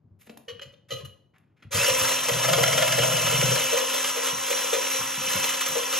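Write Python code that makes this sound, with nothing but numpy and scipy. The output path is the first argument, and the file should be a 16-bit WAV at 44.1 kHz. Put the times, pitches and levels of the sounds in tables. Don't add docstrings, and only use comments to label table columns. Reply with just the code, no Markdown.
import sys
import numpy as np
from scipy import signal
from scipy.fft import rfft, irfft, next_fast_len
from scipy.io import wavfile
from scipy.ndimage import uniform_filter1d, map_coordinates

SR = 44100
rng = np.random.default_rng(int(sys.argv[2]) if len(sys.argv) > 2 else 0)


def pcm_store(signal):
    levels = np.round(np.clip(np.atleast_2d(signal), -1, 1) * 32767)
    wavfile.write(sys.argv[1], SR, levels.astype(np.int16).T)


N = 264159
TIME = np.arange(N) / SR

SWITCH_ON_S, SPIN_UP_S = 1.707, 0.042
PRESS_S, LIFT_S = 2.289, 3.55
LOADED_HZ, FREE_HZ, RUN_UP_S, EASE_S = 262, 265.3, 0.06, 0.9
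GEAR_RATIO = 12.8
# (level_db at mean effort, db gained per db of effort)
HISS_LAW, WALL_LAW, BOOM_LAW = (-30, 0.88), (-30.5, 1.25), (-39, 1.7)
SLOSH_SHARE, SLOSH_PER_S = 0.025, 5
REBOUND_DB = -21
CUTOFF_HZ = 15750

# pitch_hz, level_db (per Hz)
ROOM_HUSH = [(30, -17), (60, -2), (110, 11.5), (220, 5), (400, -5.5), (1000, -16), (2500, -34), (4000, -39),
             (15000, -51)]
# pitch_hz, left_lead_rad
PORT_PHASE = [(330, 0), (470, -.6), (560, -2), (600, -3.6), (700, -4.5), (860, -7.3), (1150, -7.1),
              (1550, -6.28), (2400, -6.28), (3200, -6.9), (4200, -6.5), (5300, -6.6), (5750, -4.7),
              (6750, -5.5), (7600, -4.1), (8750, -3.14), (11800, -1.4), (13100, 0)]
# pitch_hz, left_minus_right_db
PORT_BALANCE = [(60, -4), (170, 5), (340, -0.5), (480, 5.5), (620, 2.5), (850, 2.5), (950, 3.5), (1600, 0)]
# pitch_hz, level_db
ROOM_WIDTH = [(150, -12), (400, -7), (700, 6), (1100, -2.5), (1800, -22.5), (3500, -5), (6500, -14),
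              (8700, -17.5), (11000, 0.5), (14000, -20)]
# pitch_hz, width_hz, level_db
COUNTER = [(100.6, 8.7, -2), (130.6, 33.5, 0.5)]
# start_s, peak_db
BUMPS = [(0.039, -46), (0.107, -40.5), (0.518, -40.5), (0.655, -41), (0.83, -50), (0.923, -30.5),
         (1.029, -32), (1.645, -35), (1.742, -19.5), (1.893, -28.5), (2.005, -29), (4.327, -35.5),
         (4.99, -32.5), (5.17, -34), (5.27, -40), (5.343, -28.5), (5.69, -40)]
# start_s, peak_db, hollow_knock_db, length_s, brightness_hz
TICKS = [(0.187, -42.5, -112, 0.086, 10300), (0.271, -40, -47, 0.0054, 3520),
         (0.295, -37, -37.5, 0.0052, 3840), (0.373, -28, -36, 0.0029, 12500),
         (0.722, -50, -84, 0.011, 6800), (0.884, -40, -82, 0.039, 5000), (1.336, -42.5, -88, 0.028, 1620),
         (1.382, -45, -82, 0.0025, 7200), (1.432, -62, -91, 0.06, 1770), (1.562, -54, -87, 0.1, 3000),
         (1.623, -34, -59.5, 0.0097, 2600)]
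# pitch_hz, width_hz, level_db
GRIP = [(230, 32, 9), (292, 11, 1), (420, 110, -3), (590, 22, -4), (665, 22, -9)]
# pitch_hz, level_db (per Hz)
CRACK = [(300, -9), (900, -2), (2000, 6.5), (3200, 2.5), (5000, -3), (8500, 5.5), (12000, 12), (16000, -11)]
# pitch_hz, width_hz, level_db
JUG_AIR = [(482.7, 37, -2), (527.2, 54.4, 9.5), (707, 18, -25)]
# pitch_hz, width_hz, level_db
JUG_WALL = [(1247, 122, 5), (1966, 90, 4.5), (2067, 90, -7.5), (2460, 220, -3.5), (2812, 270, -0.5),
            (2992, 300, -0.5), (3116, 107, -9), (3393, 200, 2.5), (3646, 160, 2.5), (4090, 180, 1.5),
            (4390, 170, -4), (4560, 440, -6), (4900, 150, -12), (5600, 790, -8.5), (6310, 450, 2.5),
            (6660, 250, -20.5)]
# pitch_hz, width_hz, level_db
JUG_BOTTOM = [(608, 83, 13.5), (645.6, 31, 9), (959, 82, -5.5), (1386, 134, -1.5), (1674, 220, -6),
              (2130, 140, -1.5), (3194, 120, -0.5), (4890, 150, -6.5)]
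# pitch_hz, width_hz, level_db
WIRES = [(2520, 150, -9), (2938, 140, 5), (3090, 120, 3), (3180, 240, -15.5), (4050, 170, -6),
         (4380, 560, -12.5), (4900, 370, -14.5), (5660, 330, -13), (6100, 240, -10), (7120, 330, -10.5)]
# start_s, wall_db, air_db, wires_db, length_s, pitch_share, wire_brightness_hz
DRY_KNOCKS = [(0.481, -46.5, -39.5, -40, 0.034, .94, 4000), (0.594, -54, -48, -35, 0.006, 0.8, 2000),
              (0.614, -51, -44, -42.5, .026, 1.01, 5000), (0.735, -59, -54, -66, 0.013, 1.0, 5000),
              (0.905, -39, -40, -36, 0.039, 1.0, 9000), (0.915, -44, -36.5, -45, 0.03, 1.0, 9000),
              (0.95, -50, -51, -48, 0.059, 1.0, 9000), (1.001, -55, -50, -52, 0.025, 0.85, 5000),
              (1.047, -53, -61, -44, 0.02, 1.0, 11000)]
# start_s, level_db, length_s
SPRAYS = [(1.877, -27, .009), (1.98, -32, .016), (2.018, -32, .01)]
# pitch_hz, level_db (per Hz)
SPRAY = [(1000, -30), (3000, -6), (5000, -15), (7500, 0), (11000, 6), (15000, -8)]
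# start_s, level_above_1_khz_db, boom_db, length_s
SLAPS = [(1.878, -23, -19.5, 0.012), (2.071, -20, -39, 0.022), (2.113, -16.5, -28, 0.014),
         (2.284, -16, -18, 0.0063), (2.358, -39, -26, 0.0057), (2.389, -25, -36, 0.0048),
         (2.433, -20.5, -26, 0.015), (2.48, -17.5, -21, 0.012), (2.526, -16.5, -17.5, 0.01),
         (2.581, -21, -13.5, 0.0082), (2.632, -12.5, -17, 0.0048), (2.677, -18.5, -23, 0.0033),
         (2.726, -17.5, -32, 0.0058), (2.776, -18.5, -23, 0.0085), (2.82, -16, -29, 0.0063),
         (2.875, -14.5, -46, 0.0032), (2.92, -16, -43, 0.0051), (2.982, -18.5, -14.5, 0.006),
         (3.029, -17, -20.5, 0.01), (3.131, -27, -24.5, 0.0061), (3.161, -30, -24, 0.007),
         (3.272, -26, -23, 0.0092), (3.322, -23, -26.5, 0.0084), (3.373, -35, -45, 0.0033),
         (3.424, -26, -19, 0.0041), (3.517, -25.5, -18.5, 0.0086), (3.594, -22, -38, .008),
         (3.727, -18.5, -15, 0.0086), (3.767, -16, -21, 0.019), (3.937, -17.5, -24.5, 0.0092),
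         (4.156, -22, -24.5, 0.035), (4.501, -17.5, -19.5, 0.013), (4.726, -17.5, -17, 0.023),
         (5.299, -25, -45, 0.011), (5.435, -17.5, -41, 0.0094), (5.489, -18, -45, 0.0094),
         (5.605, -16, -67, 0.014), (5.657, -19, -30.5, 0.016), (5.756, -23, -18.5, 0.011),
         (5.93, -19, -52, .02)]
# pitch_hz, level_db (per Hz)
SPLASH = [(200, -35.5), (400, -9), (800, -6), (1050, -0.5), (1400, 0.5), (2400, 2.5), (3300, -4),
          (4500, -7.5), (8000, 1.5), (15000, -16)]
# pitch_hz, width_hz, level_db
SCRAPE = [(2639, 63, 1), (2935, 57, 3), (3070, 110, -1)]
# time_s, level_db
RUBBING = [(1.75, -61), (1.88, -30.5), (2.0, -42), (2.45, -39), (2.7, -36.5), (3.0, -32.5), (3.35, -34),
           (3.7, -34.5), (4.08, -42), (4.35, -75), (5.15, -49), (5.3, -34), (5.47, -35.5), (5.6, -45),
           (5.95, -42)]
# time_s, level_db
PRESSING = [(2.27, -52), (2.3, -32.5), (2.4, -38.5), (2.55, -31), (2.72, -34), (2.87, -38.5), (3.02, -27.5),
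            (3.12, -34), (3.28, -33.5), (3.38, -28.5), (3.5, -25.5), (3.58, -45), (3.68, -67), (3.8, -84)]
# time_s, effort_db
EFFORT = [(1.76, -19.5), (1.86, -19), (1.95, -21.5), (2.04, -19.5), (2.11, -22), (2.2, -25), (2.27, -24),
          (2.52, -22), (3.0, -22), (3.5, -20.5), (3.69, -22.5), (3.79, -25.5), (3.88, -24.5), (4.06, -22),
          (4.19, -29.5), (4.27, -20.5), (4.33, -29), (4.46, -25.5), (4.54, -23.5), (4.67, -24.5),
          (4.76, -26), (4.86, -25), (4.94, -22.5), (5.02, -26), (5.19, -28), (5.3, -22.5), (5.47, -23),
          (5.56, -25.5), (5.66, -28), (5.73, -25), (5.87, -27), (5.95, -23.5)]
# multiple_of_motor_speed, level_db
WHINE = [(1, -19.5), (2, -13.5), (3, -26.5), (4, -15), (5, -19.5), (10, -19), (11, -14), (12, -19),
         (13, -17.5), (22, -9.5), (48, -18)]
# multiple_of_motor_speed, centre_s, length_s, level_db
STRAIN = [(11, 1.827, 0.026, 5.5), (11, 1.9, .022, -5), (22, 1.772, 0.015, -12), (22, 1.925, 0.051, -6),
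          (33, 1.772, .02, -9), (44, 2, .025, -10)]
# pitch_hz, level_db (per Hz)
HISS = [(50, -94), (130, -13), (340, -6.5), (480, -8), (820, -9.5), (1000, -2), (2000, 1.5), (3100, 1.5),
        (4500, -5), (5900, 3), (7200, 3.5), (8600, 7), (10000, 4), (13000, -7), (14600, -11), (15700, -39)]
# pitch_hz, width_hz, level_db
HOUSING = [(988, 11, 9.5), (1326, 270, -5.5), (1665, 42, -1.5), (1940, 20, 2), (2386, 17, 2.5),
           (2654, 66, 3), (2936, 8.7, 8.5), (3220, 150, -10.5), (3300, 80, -6), (3870, 74, -2.5)]
# pitch_hz, width_hz, level_db
GEARBOX = [(970.6, 88, -3), (5600, 190, -3), (6190, 97, -1.5), (12700, 930, -20.5)]


def from_db(db):
    return 10 ** (np.asarray(db) / 20)


def rms_one(x):
    return x / np.sqrt(np.mean(x ** 2) + 1e-20)


def in_time(rows):
    times, *columns = np.transpose(rows)
    return [np.interp(TIME, times, column) for column in columns]


def at_hz(points, hz):
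    known_hz, values = np.transpose(points)
    return np.interp(np.log(hz + 1e-6), np.log(known_hz), values)


def drift(rate):
    step = 40
    r = np.exp(-2 * np.pi * step * rate / SR)
    noise = rng.standard_normal(N // step + 2002)
    slow = signal.lfilter([1], [1, -2 * r, r * r], noise)[2000:]
    return np.interp(np.arange(N) / step, np.arange(len(slow)), rms_one(slow))


def colour(x, spectrum, size=2048):
    gain = from_db(at_hz(spectrum, np.fft.rfftfreq(size, 1 / SR)))
    cepstrum = irfft(np.log(gain))
    cepstrum[1:size // 2] *= 2
    cepstrum[size // 2 + 1:] = 0
    return signal.oaconvolve(x, irfft(np.exp(rfft(cepstrum))))[:N]


def low_pass(x, hz, order):
    return signal.sosfilt(signal.butter(order, hz, fs=SR, output="sos"), x)


def resonate(x, modes, order=1):
    out = np.zeros(len(x))
    for hz, width, db in modes:
        r = np.exp(-np.pi * width / SR)
        turn = -2 * r * np.cos(2 * np.pi * hz / SR)
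        section = [(1 - r * r) / 2, 0, (r * r - 1) / 2, 1, turn, r * r]
        out += from_db(db) * signal.sosfilt([section] * order, x + 1e-18)
    return out


def even(x, span_s=0.17):
    power = uniform_filter1d(x * x, int(span_s * SR))
    return x / np.sqrt(np.maximum(power, 0) + 1e-20)


def grains(per_s, spread_db):
    sizes_db = spread_db * np.minimum(rng.exponential(1, N), 4)
    sizes = from_db(sizes_db) * rng.choice([-1, 1], N)
    return sizes * (rng.random(N) < per_s / SR)


def bursts(times, levels_db, lengths_s, rise_s):
    power = np.zeros(N)
    for s, db, length in zip(times, levels_db, lengths_s):
        start = int(s * SR)
        age = TIME[:min(N - start, SR // 2)]
        shape = (1 - np.exp(-age / rise_s)) * np.exp(-age / max(length, 1e-3))
        power[start:start + len(age)] += (from_db(db) * shape / shape.max()) ** 2
    return np.sqrt(power)


def strike(envelope, drive, modes, order=1):
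    return resonate(envelope * drive, modes, order) / np.std(resonate(drive, modes, order))


def restless(x, modes, swell_db, per_s):
    out = np.zeros(N)
    for mode in modes:
        swell = from_db(swell_db * np.clip(drift(per_s), -1.6, 1.6))
        out += resonate(x * swell, [mode], order=2)
    return out


def wander(x, share, per_s):
    shift_s = share / (2 * np.pi * per_s) * drift(per_s)
    return map_coordinates(x, [(TIME + shift_s) * SR], order=3, mode="nearest")


def sloshed(x):
    return wander(x, SLOSH_SHARE, SLOSH_PER_S)


def room_hush(level_db):
    return from_db(level_db) * rms_one(colour(rng.standard_normal(N), ROOM_HUSH))


def kitchen(x, t60_s=0.47, treble_t60_s=0.25, split_hz=4000):
    age = TIME[:SR * 3 // 4]
    noise = rng.standard_normal(len(age)) * np.clip(age / 0.005, 0, 1)
    low = low_pass(noise, split_hz, 1)
    tail = low * from_db(-60 * age / t60_s)
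    tail += (noise - low) * from_db(-60 * age / treble_t60_s)
    return signal.oaconvolve(x, tail / np.sqrt(np.sum(tail ** 2)))[:N]


def bumps(level_db=-10.0, length_s=0.046, rise_s=0.0027, low_db=10.0, dull_db=-7.0, low_hz=82,
          high_hz=200, handle_db=-2.0, handle_hz=190, handle_width_hz=80):
    times, peak_db = np.transpose(BUMPS)
    flat = colour(rng.standard_normal(N), [(100, low_db), (150, -low_db)])
    tilted = rng.standard_normal(N)
    boom = even(resonate(np.where(TIME < LIFT_S, flat, tilted), COUNTER, order=2), span_s=0.019)
    band = signal.butter(2, [low_hz, high_hz], "band", fs=SR, output="sos")
    thump = rms_one(signal.sosfilt(band, rng.standard_normal(N)))
    handle = even(resonate(rng.standard_normal(N), [(handle_hz, handle_width_hz, 0)], order=2))
    handle *= TIME > LIFT_S
    push = from_db(level_db) * bursts(times, peak_db, np.full(len(times), length_s), rise_s)
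    return push * (boom + from_db(dull_db) * thump + from_db(handle_db) * handle)


def ticks(click_db=-17.0, knock_db=1.0):
    touch = rng.standard_normal(N)
    crack = rms_one(colour(touch, CRACK))
    out = np.zeros(N)
    for s, db, _, length, hz in TICKS:
        dull = low_pass(crack, hz, 2)
        catching = from_db(4 * (length > 0.02) * np.clip(drift(45), -1.5, 1.5))
        out += bursts([s], [db + click_db], [length], length / 4) * rms_one(dull * catching)
    times, _, hollow_db, lengths, _ = np.transpose(TICKS)
    return out + strike(bursts(times, hollow_db + knock_db, lengths, 0.00036), touch, GRIP)


def dry_knocks(ring_db=-27.0, ring_s=0.04, dry_width=0.52, soft_hz=1400, crack_db=-6.0, vary_db=2.0):
    out, age = np.zeros(N), TIME[:SR // 3]
    for s, wall_db, air_db, wires_db, length, pitch, bright_hz in DRY_KNOCKS:
        chatter = grains(2500, 2.5)[:len(age)]
        soft = low_pass(chatter, soft_hz, 1)
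        hard = low_pass(chatter, bright_hz, 2)
        sound = from_db(wires_db + crack_db) * rms_one(colour(hard, CRACK)[:len(age)])
        parts = ((soft, JUG_WALL, wall_db, pitch, dry_width),
                 (chatter, JUG_AIR, air_db, pitch, 1),
                 (hard, WIRES, wires_db, 1, 1))
        for drive, modes, db, tuning, damping in parts:
            spot = [(hz * tuning, width * damping, level + vary_db * rng.standard_normal())
                    for hz, width, level in modes]
            ringing = resonate(np.tile(drive, 2), spot, order=2)[len(age):]
            sound += from_db(db) * even(ringing, span_s=0.013)
        fade = np.exp(-(age / length) ** 4) + from_db(ring_db) * np.exp(-age / ring_s)
        start = int(s * SR)
        out[start:start + len(age)] += (1 - np.exp(-age / 0.002)) * fade * sound
    return out


def sprays():
    times, levels_db, lengths = np.transpose(SPRAYS)
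    return bursts(times, levels_db, lengths, 0.004) * rms_one(colour(grains(6900, 2.5), SPRAY))


def wire_touches():
    turn_s = GEAR_RATIO / LOADED_HZ
    rebounds = [(s + turn_s, db + REBOUND_DB, boom_db + REBOUND_DB, length)
                for s, db, boom_db, length in SLAPS if s > LIFT_S]
    return list(SLAPS) + rebounds


def slaps(ring_db=-14.5, boom_db=-5.5, boom_ring_s=0.0082, crack_db=-31.0, clatter_db=-8.0,
          splat_db=-9.0, knock_db=-6.0):
    times, high_db, low_db, lengths = np.transpose(wire_touches())
    chatter = grains(8000, 1.0)
    pressed = (TIME > PRESS_S) & (TIME < LIFT_S)
    high = bursts(times, high_db, lengths, 0.0052)
    low = bursts(times, low_db, lengths + boom_ring_s, 0.0049)
    wall = from_db(ring_db) * strike(high, chatter, JUG_WALL, order=2)
    bottom = from_db(clatter_db) * strike(high * pressed, chatter, JUG_BOTTOM[2:], order=2)
    bottom += from_db(knock_db) * strike(high * pressed, chatter, JUG_BOTTOM[:2], order=2)
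    crack = from_db(crack_db) * rms_one(colour(chatter, CRACK))
    splat = from_db(splat_db) * rms_one(colour(chatter, SPLASH))
    air = from_db(boom_db) * low * even(resonate(chatter, JUG_AIR, order=2), span_s=0.029)
    return wall + high * (crack + splat) + sloshed(bottom + air)


def scrape(turns, swing_db=-2.0, stray=0.0077):
    rub_db, = in_time(RUBBING)
    grip = from_db(swing_db * np.cos(2 * np.pi * turns / GEAR_RATIO))
    singing = even(resonate(grains(900, 4.5) * grip, SCRAPE, order=2))
    return from_db(rub_db) * wander(singing, stray, 9.7)


def drumming(turns, thud_db=-4.5, rattle_db=6.0, most_db=-47.0, lag=0.52, slip=0.026, low_mode_db=-6.0,
             stray=0.025, rumble_db=-8.0, rumble_hz=143, rumble_width_hz=24):
    drum_db, = in_time(PRESSING)
    cycle = (turns / GEAR_RATIO - lag + slip * drift(5.3)) % 1
    force = from_db(1.5 * np.clip(drift(22.0), -2, 2))
    knocks = np.diff(cycle, prepend=0) < -0.5
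    (hz, width, db), (upper_hz, upper_width, upper_db) = COUNTER
    damped = [(hz, width, db + low_mode_db), (upper_hz, 1.25 * upper_width, upper_db)]
    thud = strike(from_db(drum_db + thud_db) * force, knocks * 1.0, damped, order=2)
    rumble = even(resonate(rng.standard_normal(N), [(rumble_hz, rumble_width_hz, 0)], order=2))
    thud += from_db(drum_db + rumble_db) * rumble
    fading = np.exp(-((cycle + 0.3) % 1) / 0.12)
    rattle = even(resonate(grains(4000, 7.0) * fading * force, JUG_BOTTOM, order=2))
    rattle_gain = from_db(np.minimum(drum_db, most_db) + rattle_db)
    return wander(thud, stray, 5.5) + rattle_gain * sloshed(rattle)


def whisk(turns, wall_db, boom_db, swing_db=3.0, wire_db=3.5, wall_gain_db=-8.0, whirr_db=-9.5,
          splash_db=-6.0, boom_gain_db=-1.5):
    angle = 2 * np.pi * turns / GEAR_RATIO
    wires = np.cos(3 * angle) + np.clip(drift(110), -1.3, 1.3)
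    pressure = from_db(swing_db * np.cos(angle) + wire_db * wires)
    touches = grains(1100, 3.5) * pressure
    wall = from_db(wall_gain_db) * even(restless(touches, JUG_WALL, 4.5, 14))
    whirr = from_db(whirr_db) * even(restless(touches, JUG_BOTTOM[2:], 5, 14))
    splash = from_db(splash_db) * even(colour(grains(6000, 3.0) * pressure, SPLASH))
    air = from_db(boom_db + boom_gain_db) * even(resonate(touches, JUG_AIR, order=2))
    return from_db(wall_db) * (sloshed(wall + whirr) + splash) + sloshed(air)


def follow_effort(law):
    effort_db, = in_time(EFFORT)
    level_db, slope = law
    return level_db + slope * (effort_db - effort_db[TIME > SWITCH_ON_S].mean())


def run_up():
    return (1 - np.exp(-np.maximum(TIME - SWITCH_ON_S, 0) / RUN_UP_S)) ** 0.45


def unloaded():
    return np.clip((TIME - LIFT_S) / EASE_S, 0, 1)


def shaft_turns(wobble=0.0017):
    speed_hz = LOADED_HZ + (FREE_HZ - LOADED_HZ) * unloaded()
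    turns = np.cumsum(speed_hz * run_up() * (1 + wobble * drift(21.0))) / SR
    return turns - turns[int(PRESS_S * SR)]


def whine(turns, flutter_db=4.5, play=0.0066, mesh_db=-6.0, mesh_blur=65, eased_db=-2.0):
    gear_db = eased_db * unloaded()
    mesh = 2 * np.pi * 21.96 * turns
    blurred = drift(mesh_blur) * np.cos(mesh) + drift(mesh_blur) * np.sin(mesh)
    out = from_db(mesh_db + gear_db) * blurred
    for order, db in WHINE:
        phase = order * turns + order * play * drift(13.3)
        flutter = min(order / 4, 1) * flutter_db * drift(28)
        level_db = db + flutter + (order >= 10) * gear_db
        out += from_db(level_db) * np.sqrt(2) * np.sin(2 * np.pi * phase)
    out *= run_up() ** 6
    for order, s, length, db in STRAIN:
        tone = np.sin(2 * np.pi * order * (turns + 0.008 * drift(70)))
        rough = (1 + 0.6 * drift(70)) * tone
        out += from_db(db) * np.exp(-((TIME - s) / length) ** 2 / 2) * rough
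    return out


def motor(turns, hiss_db, whine_db=-2.5, housing_db=-7.5, gearbox_db=-12.5, pulsing=0.041):
    pulse = 1 + pulsing * np.cos(2 * np.pi * turns)
    brushes = rms_one(colour(grains(16000, 3.0) * pulse, HISS))
    housing = from_db(housing_db) * rms_one(resonate(rng.standard_normal(N) * pulse, HOUSING))
    gearbox = from_db(gearbox_db) * even(resonate(rng.standard_normal(N) * pulse, GEARBOX, order=2))
    steady_db = (hiss_db + np.median(hiss_db)) / 2
    ringing = from_db(whine_db) * whine(turns) + housing + gearbox
    return from_db(hiss_db) * brushes + from_db(steady_db) * ringing


def scene(room_db=-10.5, knock_room_db=-7.5, side_db=-6.0, floor_db=-65.5):
    hiss_db, wall_db, boom_db = map(follow_effort, (HISS_LAW, WALL_LAW, BOOM_LAW))
    turns = shaft_turns()
    running = np.clip((TIME - SWITCH_ON_S) / SPIN_UP_S, 0, 1)
    machine = motor(turns, hiss_db) + whisk(turns, wall_db, boom_db) + scrape(turns) + drumming(turns)
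    machine *= running
    knocks = dry_knocks() + slaps() + sprays() + ticks()
    direct = machine + knocks + bumps() + room_hush(floor_db)
    mid = direct + kitchen(from_db(room_db) * machine + from_db(knock_room_db) * knocks)
    side = from_db(side_db) * colour(kitchen(direct), ROOM_WIDTH)
    return np.array([mid + side, mid - side])


def record(dry):
    size = next_fast_len(N + SR // 4)
    hz = np.fft.rfftfreq(size, 1 / SR)
    lean = from_db(at_hz(PORT_BALANCE, hz) / 2)
    ports = np.array([lean, np.exp(-1j * at_hz(PORT_PHASE, hz)) / lean])
    heard = irfft(rfft(dry, size) * ports, size)[:, :N]
    heard = signal.sosfilt(signal.butter(4, 56, "high", fs=SR, output="sos"), heard)
    return signal.sosfilt(signal.ellip(12, 0.1, 80, CUTOFF_HZ, fs=SR, output="sos"), heard)


dry = scene()
out = record(dry)
pcm_store(out)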